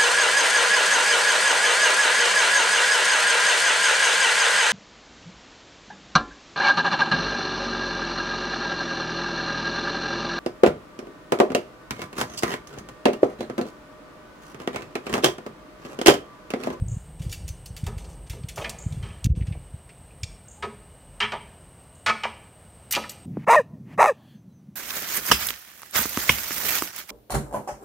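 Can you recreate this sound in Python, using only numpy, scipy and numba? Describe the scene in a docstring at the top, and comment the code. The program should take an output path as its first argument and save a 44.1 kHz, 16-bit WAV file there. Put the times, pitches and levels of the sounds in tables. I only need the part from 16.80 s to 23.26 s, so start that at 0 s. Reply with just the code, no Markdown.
"""Low bumps of hands on a phone and a bird's chips come first, then hard steel ticks and heavy clanks.
The place is the edge of a wood: a car axle is shifted on a trailer beside a hand winch.
Steel is bursts of noise that set ringing tones going; bumps are short low waves over a noise rumble.
Chips are rising sine tones; leaves and insects are filtered noise; fading noise makes the echo."""
import sys
import numpy as np
from scipy import signal
from scipy.fft import rfft, irfft
from scipy.io import wavfile
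from scipy.ndimage import uniform_filter1d
from numba import njit

SR = 44100
rng = np.random.default_rng(int(sys.argv[2]) if len(sys.argv) > 2 else 0)


def unload_audio(sound):
    """Save the sound as a 16-bit wav file, at the path given as the first command line argument."""
    columns = np.transpose(np.atleast_2d(sound))
    # keep every value between -1 and 1, then stretch to whole-number steps
    steps = np.round(np.clip(columns, -1, 1) * 32767)
    wavfile.write(sys.argv[1], SR, steps.astype(np.int16))


N = 284708  # length in samples

# Ticks of pawl and gear: start_s, rough_peak_db, rattle_s, centre_hz, filter_width_octaves
TICK_HITS = [(0.393, -43.5, .008, 3570, 5.7), (0.417, -38, 0.018, 3380, 7.5),
             (0.4932, -38, 0.031, 5500, 3.5), (0.515, -30.5, 0.0031, 6900, 2.5),
             (0.5244, -24, .007, 5070, 8.2), (0.678, -30, 0.007, 6600, 4.4),
             (0.8576, -31.5, 0.0055, 6650, 3.9), (0.9641, -31, .011, 3000, 11),
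             (1.0385, -40, 0.0091, 3260, 6), (1.064, -28, 0.006, 3440, 7.6),
             (1.1787, -37, 0.013, 3550, 5.2), (1.2416, -42.5, 0.0084, 4330, 3.1),
             (1.289, -47, 0.019, 5830, 3.3), (1.328, -49, .006, 6300, 1.7), (1.465, -45, 0.0067, 2390, 4.7),
             (1.496, -30, 0.0099, 3700, 8.4), (1.528, -41, 0.015, 3160, 7.7),
             (1.633, -41, 0.0025, 3300, 1.6), (1.6848, -27.5, 0.0077, 3960, 7.1),
             (1.758, -34, 0.027, 6840, 3.9), (1.7774, -28, 0.0074, 2020, 2.3),
             (1.893, -23, 0.0045, 7200, 2.8), (2.1224, -37, 0.0031, 3770, 4.3),
             (2.1377, -45.5, 0.02, 3140, 5.6), (2.3048, -39, .003, 2510, 0.52),
             (2.4425, -18.5, 0.0019, 6100, 2.9), (2.4551, -27.5, 0.0057, 3380, 11),
             (2.497, -37, 0.011, 2610, 1.1), (2.551, -36, .003, 2915, 1.4), (2.607, -39, 0.006, 2220, 1.2),
             (2.6205, -36, 0.0027, 2020, 1.3), (2.667, -39.5, .008, 2740, 3.3),
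             (2.722, -37, .007, 2270, 1.18), (3.0903, -40, 0.0067, 2290, 1.8),
             (3.306, -44.5, 0.0026, 2570, 0.36), (3.4318, -19.5, 0.0026, 4200, 2.1),
             (6.1493, -11, 0.0014, 2970, 4.4), (6.1568, -13, 0.0046, 2170, 3.5)]
# Chain links slapping the hook: start_s, rough_peak_db, rattle_s, centre_hz, filter_width_octaves
LINK_HITS = [(6.108, -16.5, 0.0044, 8750, 20), (6.122, -11, 0.0049, 7300, 9.6),
             (6.293, -24, 0.0037, 5350, 2.7), (6.304, -33.5, 0.0097, 7000, 10)]
# Heavy steel clanks: start_s, rough_peak_db, rattle_s, fade_s, centre_hz, filter_width_octaves,
# deck_boom_rough_peak_db, favoured_mode_hz
CLANK_HITS = [(1.066, -29, 0.0037, 0.042, 854, 2.3, -34, 1480), (1.199, -44, 0.13, 0.19, 390, 3, -46, 545),
              (1.533, -36, 0.018, 0.07, 393, 2.9, -42, 541),
              (1.772, -23.5, 0.004, 0.08, 600, 2.6, -47, 670),
              (1.811, -30.5, 0.01, 0.016, 2550, 1.5, -60, 3400),
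              (1.843, -19.5, 0.006, 0.015, 2470, 1.6, -39.5, 2420),
              (1.989, -45, 0.012, 0.18, 1500, 10, -52, 2280), (2.226, -34.5, 0.01, 0.1, 1600, 4, -41, 3000),
              (2.748, -38, .0067, 0.0096, 460, 1.3, -62, 545),
              (3.771, -46, 0.061, 0.01, 850, .19, -58, 860),
              (3.824, -19.5, 0.021, 0.017, 1090, 2.96, -28.5, 630),
              (4.402, -12, .025, 0.026, 1800, 1.88, -29, 3320),
              (4.519, -19.5, 0.018, 0.019, 960, 2.86, -38, 897),
              (5.261, -9.5, 0.04, 0.014, 1420, 2.75, -31, 1390),
              (5.434, -15.5, 0.0037, 0.023, 1610, 2.74, -39.5, 3180),
              (5.45, -14, 0.0033, 0.0057, 860, 1.8, -48, 960),
              (6.133, -15.5, 0.0075, 0.01, 2700, 2.6, -38, 3270),
              (6.164, -16.5, 0.0051, 0.019, 610, 3, -37, 564),
              (6.236, -26.5, 0.013, .008, 1450, 1.7, -60, 1370)]
# Ringing tones ("modes") of four steel bodies: pitch_hz, relative_level_db, ring_s.
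# ring_s is the time to fall 60 dB before the damping share of each kind of hit shortens it.
PAWL_MODES = [(2400, -5, .05), (2740, -2, .06), (3020, -5, .05), (3440, -5, .05), (3720, -6, .05),
              (4320, -9, .04), (4750, -5, .06), (5600, -9, .04), (6150, -6, .14), (6960, -5, .05),
              (7500, -4, .05), (8100, -6, .04), (9340, -8, .04), (10700, -11, .04)]  # pawl and gear
CHAIN_MODES = [(2050, -2, .05), (3020, -4, .08), (4760, -6, .08), (6100, -1, .1), (6960, -8, .08),
               (8100, 2, .08), (9340, -10, .06), (10700, -12, .06), (13300, 6, .09), (13760, 1, .08),
               (14200, 0, .07), (14650, 0, .07)]
AXLE_MODES = [(545, -6, .15), (600, -7, .12), (692, -5, .2), (785, -8, .12), (860, -2, .15), (925, -2, .15),
              (982, 0, .2), (1135, -8, .12), (1191, -4, .12), (1272, 3, .2), (1326, -1, .12),
              (1460, -4, .12), (1766, -6, .1), (1820, -3, .17), (2000, -5, .12), (2186, -4, .11),
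              (2312, -1, .16), (2433, -3, .16), (2550, 0, .13), (2907, -5, .1), (3122, 0, .13),
              (3350, -5, .13), (3722, -4, .13), (4050, -8, .08), (4550, -5, .08), (4850, -8, .1),
              (5400, -9, .09), (6100, -9, .08)]  # axle and arms
DECK_MODES = [(130.5, -9, 0.66), (222.6, 0.5, 0.48), (416.4, 6, 0.3)]  # trailer deck
# Strong bumps on the phone body, before overtones and low cut: middle_s, peak_db, pitch_hz
BODY_BUMPS = [(0.024, -14, 95), (0.126, -18, 95), (0.408, -19, 106), (0.466, -19.5, 101), (0.65, -23, 63),
              (0.707, -24, 82.4), (0.908, -27, 105), (1.037, -16.5, 115), (1.074, -21, 69),
              (1.172, -23.5, 82.1), (1.29, -32.5, 60), (1.508, -23, 80.5), (1.646, -20.5, 112),
              (1.792, -25.5, 108), (2.067, -16, 117), (2.13, -21.5, 126), (2.176, -23, 114.3),
              (2.227, -32, 70), (2.313, -26.5, 80), (2.454, -12, 104), (2.468, -10.5, 113),
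              (2.503, -12, 83), (2.519, -11, 57.6), (2.576, -17.5, 125), (2.616, -16, 105.2),
              (2.687, -16.5, 103), (2.714, -21, 105.5), (2.944, -24, 102), (3.438, -20, 85)]
# Spells of fumbling, each a train of smaller bumps: start_s, length_s, typical_peak_db
FUMBLE_SPELLS = [(.04, .14, -24.5), (.42, 0.097, -26), (.55, 0.092, -32.5), (1.05, .11, -30.5),
                 (1.53, .1, -33.5), (2.08, 0.19, -26.5), (2.55, 0.26, -28.5)]
# Breeze on the microphone ports, before its flutter: time_s, level_db
BREEZE_LEVEL = [(0, -32.5), (.2, -48.5), (.4, -37.5), (.75, -42.5), (1, -44), (1.6, -43.5), (1.95, -40.5),
                (2.3, -38), (2.42, -45.5), (2.55, -30.5), (2.72, -39), (2.85, -48), (3.2, -55.5),
                (3.5, -45.5), (3.65, -57.5), (4.3, -50), (5.2, -64), (6.46, -61)]
# Colour of the breeze rumble: frequency_hz, relative_level_db
BREEZE_COLOUR = [(12, -29), (20, -64), (43, 10), (107, -7), (168, 0), (222, -28.5), (323, -18),
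                 (400, -26.5), (520, -18.5), (880, -120)]
# Bird chips: time_s (2 ms after the chip starts), peak_db
BIRD_CHIPS = [(0.0835, -38), (0.118, -41), (1.9872, -36), (2.0234, -40), (3.6835, -41.5), (3.715, -43),
              (5.1537, -54.5)]
# Colour of the distant air and leaves: frequency_hz, relative_level_db
WOOD_COLOUR = [(25, -36), (45, -21), (70, 10), (130, 4.5), (200, -1.5), (320, -8), (640, -5.5),
               (1300, -14.5), (2500, -20), (3600, -23.5), (6500, -30), (10000, -30), (16000, -30.5)]
# Insect choruses, level before flicker: centre_hz, filter_width_hz, level_db, flicker_db, flicker_per_s
INSECT_BANDS = [(8450, 1680, -58.5, 1, 42), (2910, 380, -71.5, -1, 3.8)]
# Echo from trees and trailer deck: frequency_hz, time_to_fall_60_db_s
ECHO_DECAY = [(150, 1), (1000, 0.17), (3000, 0.63), (7000, 0.25), (15000, 0.42)]

RISE_S = .002  # contacts build up over this time
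TICK_FADE, LINK_FADE = 2.16, 1.36  # fade times, in rattle lengths
TICK_BRIGHT = 1.03  # first contacts start from this many times the centre
CLANK_BRIGHT = .27  # first contacts start above the centre by this share of the width
LIGHT_HZ = 1720  # small parts radiate little below this
BUMP_CYCLES = 0.51  # half length of a bump, in cycles
FUMBLE_GAP_S, FUMBLE_HZ = .021, 97.3  # typical spacing and pitch
FUMBLE_SPREAD, FUMBLE_SCATTER_DB = 0.15, 2.5  # random spread of pitch (share) and level
CHIP_FROM_HZ, CHIP_TO_HZ, CHIP_S = 5750, 7750, .009
WOOD_DB = -50.5  # loudness of air and leaves before their flutter
TOP_HZ = 15800  # the phone cuts everything above this


def ticks():
    """Small hard pawl and gear parts hit: bright and short, ringing most near one pitch."""
    out = np.zeros(N)
    for s, db, rattle_s, hz, octaves in TICK_HITS:
        modes = favour(PAWL_MODES, hz, 6, .12)
        hit = blow(db, rattle_s, TICK_BRIGHT * hz, hz, octaves, TICK_FADE * rattle_s, modes,
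                   damp=.65, crack_db=3.5, grain_db=1.9, snap=1.2)
        add(out, s, hit)
    return out


def links():
    """Chain links slap the hook: a crack of noise with the chain's own modes."""
    out = np.zeros(N)
    for s, db, rattle_s, hz, octaves in LINK_HITS:
        hit = blow(db, rattle_s, hz, hz, octaves, LINK_FADE * rattle_s, CHAIN_MODES,
                   damp=.4, crack_db=-1, grain_db=2.2)
        add(out, s, hit)
    return out


def light_steel():
    """Small parts are poor at sending out low sound, so ticks and links get a low cut."""
    low_cut = signal.butter(2, LIGHT_HZ, "high", fs=SR, output="sos")
    return signal.sosfilt(low_cut, ticks() + links())


def clanks():
    """Heavy loose arms knock on the axle; the deck under it booms a little later."""
    out, t = np.zeros(N), np.arange(int(.6 * SR)) / SR
    for s, db, rattle_s, fade_s, hz, octaves, deck_db, mode_hz in CLANK_HITS:
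        first_hz = hz * 2 ** (CLANK_BRIGHT * octaves)
        modes = favour(AXLE_MODES, mode_hz, 7, .15)
        hit = blow(db, rattle_s, first_hz, hz, octaves, fade_s, modes,
                   damp=.42, crack_db=-2, grain_db=1.7, snap=.6)
        add(out, s, hit)
        # the push on the deck swells before it fades
        shove = rng.standard_normal(len(t)) * t * np.exp(-t / 0.019)
        boom = strike(shove, DECK_MODES, damp=.45)
        add(out, s, peak(boom, deck_db, 0.093))
    return out


def blow(db, rattle_s, first_hz, centre_hz, octaves, fade_s, modes, damp, crack_db, grain_db, snap=0):
    """Parts chatter together for rattle_s, then let go; the contacts ring the modes and crack directly."""
    t = np.arange(int(.4 * SR)) / SR
    white = rng.standard_normal(len(t))
    rattle_s = max(rattle_s, .001)
    let_go = np.exp(-np.maximum(t - rattle_s, 0) / max(fade_s, .002))
    push = np.minimum(t / RISE_S, 1) * let_go
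    push = push * (1 + snap * np.exp(-t / 0.0035))  # extra strength at first touch, for ticks and clanks
    # grains of 40 samples, each with its own random strength
    sizes = np.repeat(rng.exponential(size=len(t) // 40 + 1), 40)[:len(t)]
    contacts = white * push * undb(grain_db * sizes)
    # the centre glides from first_hz to centre_hz: stiff first contacts of ticks and clanks are brighter
    glide = np.exp(-1.5 * t / rattle_s)
    hz = np.clip(centre_hz * (first_hz / centre_hz) ** glide, 100, .4 * SR)
    k = max(octaves, .2) * np.log(2)
    for width in (k, k, 2 * k):
        contacts = svf(contacts, hz, width)
    ringing = strike(contacts, modes, damp)
    crack = level(contacts, crack_db)
    return peak(ringing + crack, db, rattle_s + 0.0029)


def strike(x, modes, damp):
    """Each blow lands on a new spot, so it wakes the modes in new shares."""
    f, db, t60 = np.transpose(modes)
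    detune = 1 + .001 * rng.standard_normal(len(f))
    share_db = 2.5 * rng.standard_normal(len(f))
    turn = 2j * np.pi * f * detune / SR
    decay = np.log(1000) / (damp * t60 * SR)
    return level(ring(x, np.exp(turn - decay), undb(db + share_db)), 0)


def favour(modes, hz, db, octaves):
    """The spot that is hit lifts the modes around one pitch."""
    f, mode_db, t60 = np.transpose(modes)
    distance = np.log2(f / hz) / octaves
    return np.transpose([f, mode_db + db * np.exp(-distance ** 2), t60])


@njit
def ring(x, poles, gains):
    """A bank of modes driven by x: each is a spinning number that shrinks at every sample."""
    y = np.zeros(len(x))
    for m in range(len(poles)):
        z = 0j
        for i in range(len(x)):
            z = z * poles[m] + x[i]
            y[i] += gains[m] * z.imag
    return y


def handling():
    """Short low wobbles of the phone body over a lumpy breeze rumble."""
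    return bumps() + breeze()


def bumps():
    """Each bump is a low wave under a bell-shaped swell; uneven give of the membrane adds overtones."""
    out, t = np.zeros(N), np.arange(-2000, 2000) / SR
    for s, db, hz in list(BODY_BUMPS) + fumbling():
        swell = np.exp(-(t * hz / BUMP_CYCLES) ** 2)
        phase = 2 * np.pi * rng.random()
        wobble = undb(db) * swell * np.cos(2 * np.pi * hz * t + phase)
        start_s = s + t[0]
        before_start = max(-int(start_s * SR), 0)  # samples that fall before time zero
        add(out, start_s, wobble[before_start:])
    # the membrane gives less one way than the other, heard most on strong bumps
    out = out + 1.57 * out ** 2
    return signal.sosfilt(signal.butter(2, 35, "high", fs=SR, output="sos"), out)


def fumbling():
    """Uneven trains of small bumps, as rows of middle_s, peak_db, pitch_hz."""
    rows = []
    for start_s, length_s, db in FUMBLE_SPELLS:
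        late, size, pitch = rng.standard_normal((16, 3)).T
        s = FUMBLE_GAP_S * (np.arange(len(late)) + 0.227 * late)
        peaks_db = db + FUMBLE_SCATTER_DB * size
        hz = FUMBLE_HZ * np.exp(FUMBLE_SPREAD * pitch)
        train = np.transpose([start_s + s, peaks_db, hz])
        rows += list(train[s <= length_s])
    return rows


def breeze():
    """Breeze on the microphone ports: coloured noise with a slow level curve and a quick flutter."""
    s, db = np.transpose(BREEZE_LEVEL)
    gust_db = np.interp(np.arange(N) / SR, s, db) + 3.5 * walk(22)
    return undb(gust_db) * level(colour(rng.standard_normal(N), BREEZE_COLOUR), 0)


def bird():
    """Each chip is a quick whistle: a sine that sweeps up in a few ms."""
    out, t = np.zeros(N), np.arange(int(CHIP_S * SR)) / SR
    hz = CHIP_FROM_HZ + (CHIP_TO_HZ - CHIP_FROM_HZ) * np.sin(np.pi / 2 * t / t[-1])
    whistle = np.sqrt(np.hanning(len(t))) * np.sin(2 * np.pi * np.cumsum(hz) / SR)
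    for s, db in BIRD_CHIPS:
        add(out, s - .002, undb(db) * whistle)
    return out


def echo(x, db, build_s):
    """Scattered returns from trees and deck: noise bands that build up, each dying at its own pace."""
    t, tail = np.arange(int(.8 * SR)) / SR, 0
    hz, t60 = np.transpose(ECHO_DECAY)
    for f in 150 * 2. ** np.arange(7):  # one band per octave
        band = svf(rng.standard_normal(len(t)), np.full(len(t), f), 0.92)
        band_t60 = np.interp(np.log(f), np.log(hz), t60)
        tail = tail + band * undb(-60 * t / band_t60)
    tail = tail * (1 - np.exp(-t / build_s))
    tail = tail * undb(db) / np.sqrt(np.sum(tail ** 2))
    return signal.fftconvolve(x, tail)[:N]


def wood():
    """Distant air and leaves: coloured noise whose level wavers a little."""
    return level(colour(rng.standard_normal(N), WOOD_COLOUR), WOOD_DB) * undb(0.87 * walk(16.0))


def insects():
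    """Choruses of insects: noise squeezed into narrow bands, each flickering in level."""
    out = np.zeros(N)
    for hz, width_hz, db, flicker_db, rate in INSECT_BANDS:
        band = rng.standard_normal(N)
        for _ in range(4):  # repeated filtering steepens the sides of the band
            band = svf(band, np.full(N, 1. * hz), width_hz / hz)
        out += level(band, db) * undb(flicker_db * walk(rate))
    return out


def undb(db):
    """Turn dB into a gain."""
    return 10 ** (np.asarray(db) / 20)


def level(x, db):
    """Set the average strength (rms) of a sound."""
    return x * undb(db) / np.sqrt(np.mean(x ** 2))


def peak(x, db, within_s):
    """Set the rms of a hit's opening 10 dB below db, so that it peaks near db."""
    opening = x[:int(within_s * SR)]
    return x * undb(db - 10) / np.sqrt(np.mean(opening ** 2))


def add(out, s, x):
    """Mix a sound in from time s."""
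    i = max(int(s * SR), 0)
    out[i:i + len(x)] += x[:N - i]


def colour(x, table):
    """Shape a spectrum by frequency_hz, level_db points."""
    hz, db = np.transpose(table)
    f = np.maximum(np.fft.rfftfreq(len(x), 1 / SR), 1)
    gain = undb(np.interp(np.log(f), np.log(hz), db))
    return irfft(rfft(x) * gain, len(x))


def walk(rate):
    """Random values around zero, about rate of them a second, smoothed twice."""
    k = int(SR / rate)
    steps = np.repeat(rng.standard_normal(N // k + 1), k)
    return 0.64 * uniform_filter1d(uniform_filter1d(steps, k), k)[:N]


@njit
def svf(x, hz, k):
    """Band-pass filter whose centre can move every sample; k = width / centre."""
    y, b, l = np.empty(len(x)), 0., 0.
    for i in range(len(x)):
        g = np.tan(np.pi * hz[i] / SR)
        v = (b + g * (x[i] - l)) / (1 + g * (g + k))
        b, l, y[i] = 2 * v - b, l + 2 * g * v, k * v
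    return y


def scene():
    """Nearly mono: hits and the highest hiss reach the two ports a little differently."""
    steel, chips = light_steel() + clanks(), bird()
    far = wood() + insects() + echo(steel, -15, 0.013) + echo(chips, -2.0, 0.0075)
    t = np.arange(200) / SR
    smear = undb(-40) * rng.standard_normal(len(t)) * np.exp(-t / 0.00029)
    unlike = signal.fftconvolve(steel, smear)[:N]
    hiss = svf(rng.standard_normal(N), np.full(N, 13000.), 0.39)
    unlike = unlike + level(hiss, -86.0)
    # the unlike part is added on one side and taken away on the other
    return steel + chips + far + handling() + unlike * np.array([[1], [-1]])


def record(dry):
    """The upper band drops out just after the strongest bass; the phone cuts the top."""
    low = signal.sosfiltfilt(signal.butter(4, 650, fs=SR, output="sos"), dry)
    bass = uniform_filter1d(np.abs(svf(low[0], np.full(N, 80.), 4.2)), int(0.047 * SR))
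    bass_db = 20 * np.log10(bass + 1e-9)
    late_bass_db = np.roll(bass_db, int(0.018 * SR))
    # 4.5 dB of drop for each dB of bass above -27 dB
    upper_gain = undb(-4.5 * np.maximum(late_bass_db + 27.0, 0))
    top = signal.ellip(10, .2, 80, TOP_HZ, fs=SR, output="sos")
    return signal.sosfilt(top, low + upper_gain * (dry - low))


dry = scene()
out = record(dry)
unload_audio(out)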